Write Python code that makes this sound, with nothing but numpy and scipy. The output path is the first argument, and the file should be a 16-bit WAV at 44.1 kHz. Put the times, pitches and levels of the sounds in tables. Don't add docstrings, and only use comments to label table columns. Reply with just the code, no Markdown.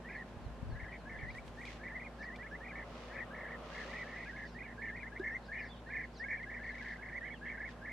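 import sys
import numpy as np
from scipy import signal
from scipy.fft import rfft, irfft, next_fast_len
from scipy.io import wavfile
from scipy.ndimage import map_coordinates

SR = 44100
rng = np.random.default_rng(int(sys.argv[2]) if len(sys.argv) > 2 else 0)


def store_wav(level_fs):
    pcm = np.round(np.clip(np.atleast_2d(level_fs), -1, 1) * 32767)
    wavfile.write(sys.argv[1], SR, pcm.T.astype(np.int16))


N = 349272


def flock(trill_db=1.14, leap=.28, yodel_beat_s=.04, yodel_beats=1.79):
    # (first flick [s], base pitch [Hz], level [dB], beat [s], length after that flick [s])
    trill_calls = [(0.135, 1745, -46.5, 0.0201, 0.041), (0.8, 1754, -49.5, 0.0396, 0.069),
                   (.925, 1942, -48, 0.016, 0.044), (1.1, 1765, -46.5, 0.026, 0.0796),
                   (1.191, 1788, -47.5, 0.022, 0.07), (1.842, 1770, -47, 0.031, 0.069),
                   (2.233, 1827, -45.5, 0.024, 0.015), (2.761, 1800, -46.5, 0.0231, 0.072),
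                   (3.161, 1792, -46.5, 0.022, 0.069), (3.353, 1756, -46, 0.028, 0.13),
                   (3.488, 1778, -50.5, 0.033, 0.075), (3.753, 1717, -46, 0.03, 0.089),
                   (3.975, 1960, -44.5, 0.016, 0.063), (4.083, 1784, -50, 0.0215, 0.098),
                   (4.174, 2025, -47, 0.022, 0.067), (4.368, 1714, -44, 0.03, 0.1),
                   (4.668, 1766, -51, 0.025, 0.057), (4.826, 1792, -42, 0.032, 0.084),
                   (4.857, 1870, -51, 0.038, 0.05), (5.245, 1775, -42.0, 0.026, 0.081),
                   (5.532, 1784, -43, 0.032, 0.12), (5.6, 1886, -50.5, 0.0289, 0.086),
                   (5.935, 1767, -41.5, 0.034, 0.084), (5.987, 1904, -44, 0.025, 0.063),
                   (6.289, 1768, -41, 0.0267, 0.053), (6.309, 1852, -40.5, 0.021, 0.056),
                   (6.509, 1808, -43, 0.034, 0.075), (6.548, 1834, -52, 0.029, 0.059),
                   (6.639, 1805, -43.5, 0.027, 0.075), (6.855, 1798, -43.5, 0.0352, 0.091),
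                   (6.881, 1720, -46.5, 0.0218, 0.056), (7.03, 1738, -46, 0.03, 0.077),
                   (7.092, 1807, -51, 0.037, 0.088), (7.5, 1800, -48, 0.018, 0.061),
                   (7.577, 1736, -50, 0.036, 0.077)]
    # (flick [s], base pitch [Hz], level [dB])
    yodel_calls = [(0.095, 1993, -47), (1.621, 1955, -46.5), (2.005, 1967, -46.5), (2.652, 1940, -47),
                   (3.143, 1970, -49), (3.927, 2040, -48.5), (4.222, 1925, -47.5), (4.596, 1980, -46),
                   (4.967, 1938, -44), (5.549, 1907, -43), (5.91, 1950, -46.5), (6.341, 1875, -46.5),
                   (6.75, 1795, -46), (7.274, 1780, -45.0), (7.46, 1794, -44), (7.621, 1762, -43.5),
                   (7.863, 1752, -42.5)]
    # (peak [s], base pitch [Hz], level [dB], fall [s])
    whip_calls = [(0.195, 1855, -45, 0.033), (0.763, 1790, -51, 0.011), (0.842, 1908, -47, 0.0024),
                  (.89, 1834, -48.5, 0.0099), (1.31, 2060, -43.5, 0.002), (1.39, 2016, -45.5, 0.0026),
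                  (1.881, 2032, -44, 0.0056), (1.96, 1920, -43.5, 0.02), (2.267, 1870, -44.0, 0.041),
                  (2.359, 2070, -45.5, 0.0033), (2.434, 2030, -45.5, 0.00317), (2.473, 1820, -45.5, 0.004),
                  (2.559, 1800, -42.5, 0.0041), (3.215, 1840, -41, 0.019), (3.523, 1875, -47, 0.041),
                  (4.302, 1746, -43.5, 0.014), (4.717, 1830, -55, 0.014), (5.076, 1853, -45, 0.0097),
                  (5.167, 1829, -43.5, 0.0048), (5.18, 1900, -45, 0.0036), (5.279, 1932, -39.5, 0.0068),
                  (5.359, 1920, -37.5, 0.011), (6.246, 1954, -38.5, 0.0072), (6.437, 1902, -42.5, 0.011),
                  (6.701, 1980, -43, 0.0128), (6.963, 1756, -47, 0.0035), (7.171, 2016, -40, 0.019),
                  (7.258, 2003, -41, 0.01), (7.488, 1920, -45, 0.011), (7.622, 1718, -42.5, 0.0018),
                  (7.892, 1885, -52, 0.016)]
    trills = [(*row, leap) for row in trill_calls]
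    yodels = [(s, hz, db, yodel_beat_s, yodel_beats * yodel_beat_s, leap) for s, hz, db in yodel_calls]
    width_s, whip_leap, half_leap_s = .028, .212, .0127
    whips = [(s, hz, db, width_s + fall, fall, whip_leap / (1 + fall / half_leap_s))
             for s, hz, db, fall in whip_calls]
    return (amp(trill_db) * whistles(trills, trill_tune, echo_db=-5.5)
            + whistles(yodels, yodel_tune, echo_db=-10)
            + whistles(whips, whip_tune, echo_db=-14.5))


def whistles(calls, tune, echo_db, throat_hz=1995, throat_width_hz=185, slide_s=.051, echo_s=.0085):
    waver, flutter_db, slide_db = .019, 2.5, -2
    overtone_db, loud_db = -36, -37.5
    onset_s, release_s = .007, .0054
    track, size = np.zeros(N), SR // 3
    t = np.arange(size) / SR - slide_s
    for s, base_hz, db, beat, length, leap in calls:
        early, late = np.clip(-t / slide_s, 0, 1), np.clip(t / length, 0, 1)
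        sag = .0795 * early + .08 * early ** 4 + .0712 * late ** 4
        strain = np.clip(1 - 2 * early, .4, 1)
        hz = base_hz * (1 - sag + leap * tune(t / beat))
        hz *= 1 + strain * waver * wobble(504.8, size)
        gate = np.clip((t + slide_s) / onset_s, 0, 1) * np.clip((length - t) / release_s + .5, 0, 1)
        level = db + slide_db * np.minimum(2 * early, 1) - ((hz - throat_hz) / throat_width_hz) ** 2
        level += strain * flutter_db * wobble(300, size)
        phase = 2 * np.pi * np.cumsum(hz) / SR
        overtone = amp(overtone_db + db - loud_db) * np.sin(3 * phase)
        call = gate * amp(level) * (np.sin(phase) + overtone) / np.hypot(1, amp(echo_db))
        add(track, s - slide_s, call)
        delay = echo_s * (1 + rng.uniform(-1, 1) / 10)
        add(track, s - slide_s + delay, amp(echo_db) * call)
    return track


def trill_tune(beats, narrow=5.17, shrink=.88):
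    return flick(beats, narrow) * shrink ** np.maximum(beats, 0)


def yodel_tune(beats):
    pitch_path = [(-.25, 0), (0, 1), (.35, 0), (.55, -.1), (.9, 1), (1.3, .85), (2, -.1)]
    return np.interp(beats, *np.transpose(pitch_path))


def whip_tune(beats, narrow=3.36):
    return flick(np.minimum(beats, .5), narrow)


def flick(beats, narrow):
    angle = np.pi * np.maximum(beats, -.5)
    return np.abs(np.cos(angle - .3 * np.sin(angle) ** 2)) ** narrow


def water(fizz_q=3):
    # (loudest moment [s], rise [s], fall [s], level [dB], graininess [dB])
    splashes = [(.29, .01, .012, -65, 2), (1.375, 0.055, 0.024, -65, 4), (1.48, 0.035, 0.027, -65, 0),
                (1.6, 0.056, 0.033, -69, 4.5), (1.68, .024, 0.081, -55, 2.5), (3.022, 0.13, 0.13, -59, 2),
                (3.84, .17, .17, -54.5, 2.2), (4.25, 0.22, 0.22, -63, 1.5), (6.85, 0.17, .12, -62, 3.5),
                (7.71, 0.034, 0.024, -61.5, 3.5)]
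    # (frequency [Hz], relative level [dB])
    spray_colour = [(900, -44), (1800, 3), (4000, -4.5), (6000, -10.5), (8000, -22.5), (13000, -50)]
    # (loudest moment [s], half-length [s], pitch [Hz], level [dB])
    droplets = [(1.373, 0.02, 7500, -71), (1.474, 0.017, 8000, -71), (1.658, .08, 6840, -72.5),
                (3.034, 0.041, 4640, -78)]
    # (time [s], level [dB])
    wash_levels = [(0, -71), (2.2, -63), (2.8, -56), (3.4, -52.5), (3.9, -51.5), (4.2, -57), (4.5, -93),
                   (7.9, -86)]
    # (frequency [Hz], relative level [dB])
    wash_colour = [(200, -21), (400, -4.5), (560, 4), (850, -6.5), (1300, -0.5), (1700, -22.5), (3000, -16),
                   (6000, -41)]
    t, grains = np.arange(N) / SR, wobble(400)
    spray_gain, fizz = np.zeros(N), np.zeros((2, N))
    for s, rise, fall, db, grain_db in splashes:
        width = np.where(t < s, rise, fall)
        spray_gain += amp(db + grain_db * grains) * np.exp(-((t - s) / width) ** 2 / np.sqrt(2))
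    for s, half_length, hz, db in droplets:
        hiss = signal.lfilter(*signal.iirpeak(hz, fizz_q, SR), rng.standard_normal((2, N)))
        fizz += amp(db) * np.exp(-((t - s) / half_length) ** 2 / 2) * unit(hiss)
    wash = amp(curve(wash_levels)) * rush(wash_colour)
    return wash + spray_gain * rush(spray_colour) + fizz


def plop(s=5.195, hz=355, rise_per_s=4, db=-24, swell_s=.0058, ring_s=.061):
    track, t = np.zeros(N), np.arange(SR // 6) / SR
    ring = np.sin(2 * np.pi * hz * (t + rise_per_s * t * t / 2))
    swell = 1 - np.exp(-(t / swell_s) ** 2)
    add(track, s, amp(db - 60 * t / ring_s) * swell * ring)
    return track


def wind(cycles=.42):
    # (time [s], pitch [Hz], level [dB], lean to the left [dB])
    pushes = [(0.373, 75, -41.5, -4), (0.467, 84, -39, -8), (.631, 125, -36.5, 8), (0.697, 74, -39.5, 9),
              (.73, 52, -36, 2), (0.748, 119, -45, 1), (0.833, 88, -39, 6), (1.234, 90, -43, -9)]
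    # (time [s], level [dB])
    rumble_levels = [(.25, -72), (.47, -48), (.57, -59), (.7, -39.5), (.92, -66), (1.22, -52.5), (2, -73)]
    # (frequency [Hz], relative level [dB])
    rumble_colour = [(20, -20.5), (55, 4), (80, -8), (110, 0.5), (200, -20), (400, -35), (900, -84)]
    bumps, t = np.zeros((2, N)), np.arange(-SR // 20, SR // 20) / SR
    for s, hz, db, lean_db in pushes:
        push = np.exp(-(t * hz / cycles) ** 2) * np.sin(2 * np.pi * hz * t)
        for side, sign in zip(bumps, (1, -1)):
            add(side, s + t[0], amp(db + sign * lean_db) * push)
    rumble = unit(filtered(rng.standard_normal((2, N)), lambda hz: amp(along(rumble_colour, hz))))
    return bumps + amp(curve(rumble_levels)) * rumble


def ticks(fade_s=.031, q=1.7):
    # (time [s], pitch [Hz], level [dB])
    hits = [(1.479, 2980, -55), (1.653, 3170, -49.5), (1.662, 3300, -59), (2.361, 3400, -55),
            (5.196, 3600, -61.5), (6.43, 2980, -60), (6.833, 1700, -58)]
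    track, t = np.zeros(N), np.arange(SR // 20) / SR
    for s, hz, db in hits:
        crack = unit(signal.filtfilt(*signal.iirpeak(hz, q, SR), rng.standard_normal(len(t))))
        add(track, s, amp(db - 60 * t / fade_s) * crack)
    return track


def rasps(fall_share=.44, waver=.009, swell_share=.26, uneven_db=3):
    # (time [s], length [s], starting pitch [Hz], level [dB])
    chirps = [(1.264, 0.094, 730, -66.5), (2.166, .115, 824, -66.5), (4.431, 0.14, 863, -66.5),
              (5.408, .105, 785, -68.5), (5.585, 0.14, 803, -67), (6.129, .11, 826, -60.5),
              (6.874, .08, 797, -65.5)]
    # (frequency [times the pitch], loudest point [share of the length], level [dB])
    overtones = [(6, .16, -3), (7, .33, 1), (8, .48, -6), (9.2, .66, -2), (10.3, .66, -4)]
    track, size = np.zeros(N), SR // 6
    for s, length, start_hz, db in chirps:
        progress = np.minimum(np.arange(size) / SR / length, 1)
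        pitch = start_hz * (1 - fall_share * np.sin(np.pi * progress / 2))
        for multiple, peak, overtone_db in overtones:
            stray = waver * (wobble(403, size) + 2 * wobble(23, size))
            shape = np.exp(-((progress - peak) / swell_share) ** 2)
            shape *= np.abs(np.sin(np.pi * progress)) ** .5
            gain = amp(db + overtone_db + uneven_db * wobble(61, size))
            add(track, s, gain * shape * tone(multiple * pitch * (1 + stray)))
    return track


def small_birds(note_s=.077, thin_fall=.24, twitter_count=56, twitter_hz=4500, twitter_db=-73):
    # (time [s], pitch [Hz], level [dB], warble rate [Hz])
    arched_notes = [(4.63, 2520, -68, 8), (4.84, 2546, -66, 9.5), (5.555, 2600, -57, 7.7),
                    (5.681, 3210, -55, 8), (5.733, 3370, -60, 70), (7.234, 2820, -64, 8.2),
                    (7.316, 3060, -58, 12), (7.44, 2930, -61, 50)]
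    # (time [s], length [s], starting pitch [Hz], level [dB])
    thin_notes = [(.02, 0.06, 3450, -68), (.875, 0.064, 3400, -66), (1.17, 0.036, 3700, -64),
                  (5.81, 0.2, 4527, -75), (6.67, 0.078, 4690, -68)]
    repeats = [(.13 + k * .278, .087, 4820, -69.5) for k in range(4)]
    notes = [(s, note_s, hz, hz, db, warble_hz) for s, hz, db, warble_hz in arched_notes]
    for s, length, hz, db in repeats + list(thin_notes):
        notes.append((s, length, hz, hz * (1 - thin_fall), db, 0))
    times = (np.arange(twitter_count) + rng.random(twitter_count)) * N / SR / twitter_count
    for s, (longer, higher) in zip(times, rng.uniform(-1, 1, (twitter_count, 2))):
        length, hz = .05 * np.exp(longer / 2), twitter_hz * np.exp(higher / 3)
        notes.append((s, length, hz, .8 * hz, twitter_db - 5 * higher, 500))
    return gliding_notes(notes)


def gliding_notes(notes, waver=.013):
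    track, size = np.zeros(N), SR // 6
    t = np.arange(size) / SR
    for s, length, start_hz, end_hz, db, warble_hz in notes:
        progress = np.minimum(t / length, 1)
        glide = start_hz + (end_hz - start_hz) * progress
        warble = (350 + warble_hz / 4) * np.sin(2 * np.pi * warble_hz * t)
        hz = (glide + warble) * (1 + waver * wobble(400, size))
        add(track, s, amp(db) * np.sin(np.pi * progress) * tone(hz))
    return track


def bank_echoes(sound, scatter_db=-8, scatter_s=.073, tail_db=-22.5):
    # (frequency [Hz], time to fall 60 dB [s]; a negative time grows)
    tail_times = [(300, -1.3), (2000, 2.3), (8000, -1.8)]
    # (frequency [Hz], relative level [dB])
    tail_colour = [(1500, -18.5), (2200, 5.5), (2580, 18), (2900, -10), (6000, -11.5)]
    hz, t, noise = signal.stft(rng.standard_normal((2, SR // 2)), SR, nperseg=256)
    levels = along(tail_colour, hz)[:, None] - 60 * t / along(tail_times, hz)[:, None]
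    tail = signal.istft(noise * amp(levels), SR, nperseg=256)[1]
    tail /= np.linalg.norm(tail[0])
    echoes = amp(tail_db) * signal.fftconvolve(sound[None], tail, axes=1)[:, :N]
    size = SR // 4 * 2
    fade = unit(amp(-60 * np.arange(size) / SR / scatter_s)) / np.sqrt(size)
    window = np.hanning(size)
    for start in range(0, N, size // 2):
        piece = sound[start:start + size]
        for side in echoes:
            scattered = signal.fftconvolve(piece * window[:len(piece)], fade * rng.standard_normal(size))
            add(side, start / SR, amp(scatter_db) * scattered)
    return echoes


def engine(drift=.22, unsteady_db=-.5):
    # (pitch [Hz], average level [dB])
    hums = [(55.3, -55.5), (111, -65.5), (166, -66), (239, -61), (717, -83), (1050, -70.5)]
    t, track = np.arange(N) / SR, np.zeros(N)
    lowest_hz = hums[0][0]
    for hz, db in hums:
        phase = 2 * np.pi * hz * t + drift * np.sqrt(hz / lowest_hz) * wobble(5)
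        track += np.sqrt(2) * amp(db + unsteady_db * wobble(3.435)) * np.sin(phase)
    return track


def air(db=-53, easing_db=-1.5):
    # (frequency [Hz], relative level [dB])
    air_colour = [(25, -19), (50, -3), (80, -8.5), (115, -1), (200, 0.5), (300, -4), (650, -4),
                  (1000, -10.5), (1400, -15.5), (2600, -20), (4500, -27.5), (7000, -33.5), (12500, -44)]
    # (frequency [Hz], relative level [dB])
    middle_colour = [(300, -28), (700, 4), (1200, 1), (1700, 4.5), (3000, -30.5)]
    # (time [s], level [dB])
    middle_levels = [(0, -64), (2.5, -64.5), (4.4, -65.5), (5.4, -61.5), (6.1, -71), (6.8, -62), (7.4, -66),
                     (7.9, -59.5)]
    broad = amp(db + np.linspace(0, easing_db, N)) * rush(air_colour)
    return broad + amp(curve(middle_levels)) * rush(middle_colour)


def rush(colour):
    # (frequency [Hz], likeness [0 = unrelated, 1 = the same])
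    likeness = [(50, 1), (200, 0.95), (1000, 0.84), (2500, 0.35), (5000, 0.028), (10000, 0.097)]

    def response(hz):
        spread = np.arccos(np.clip(along(likeness, hz), -1, 1)) / 2
        return amp(along(colour, hz)) * [np.cos(spread), np.sin(spread)]

    mid, side = filtered(rng.standard_normal((2, N)), response)
    return unit(np.array([mid + side, mid - side]))


def amp(db):
    return 10 ** (np.asarray(db) / 20)


def unit(x):
    return x / np.sqrt(np.mean(x ** 2) + 1e-20)


def tone(hz):
    return np.sin(2 * np.pi * np.cumsum(hz) / SR)


def along(points, hz):
    frequencies, values = np.transpose(points)
    return np.interp(np.log(hz + 1), np.log(frequencies + 1), values)


def curve(rows):
    return np.interp(np.arange(N) / SR, *np.transpose(rows))


def wobble(rate, size=N):
    points = rng.standard_normal(int(size * rate / SR) + 4)
    return map_coordinates(points, [np.arange(size) * rate / SR])


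def filtered(x, response):
    size = next_fast_len(N + SR // 2)
    return irfft(rfft(x, size) * response(np.fft.rfftfreq(size, 1 / SR)), size)[..., :N]


def add(track, s, sound):
    start = max(0, round(s * SR))
    room = track[start:start + len(sound)]
    room += sound[:len(room)]


def scene(far_db=-2, far_echo_db=6):
    far = amp(far_db) * small_birds()
    near = flock() + rasps() + plop() + ticks()
    direct = near * amp([[-.35], [.35]]) + far
    echoes = bank_echoes(near + amp(far_echo_db) * far)
    return direct + echoes + water() + engine() + air() + wind()


def record(dry, top_hz=12950):
    return filtered(dry, lambda hz: hz < top_hz)


dry = scene()
out = record(dry)
store_wav(out)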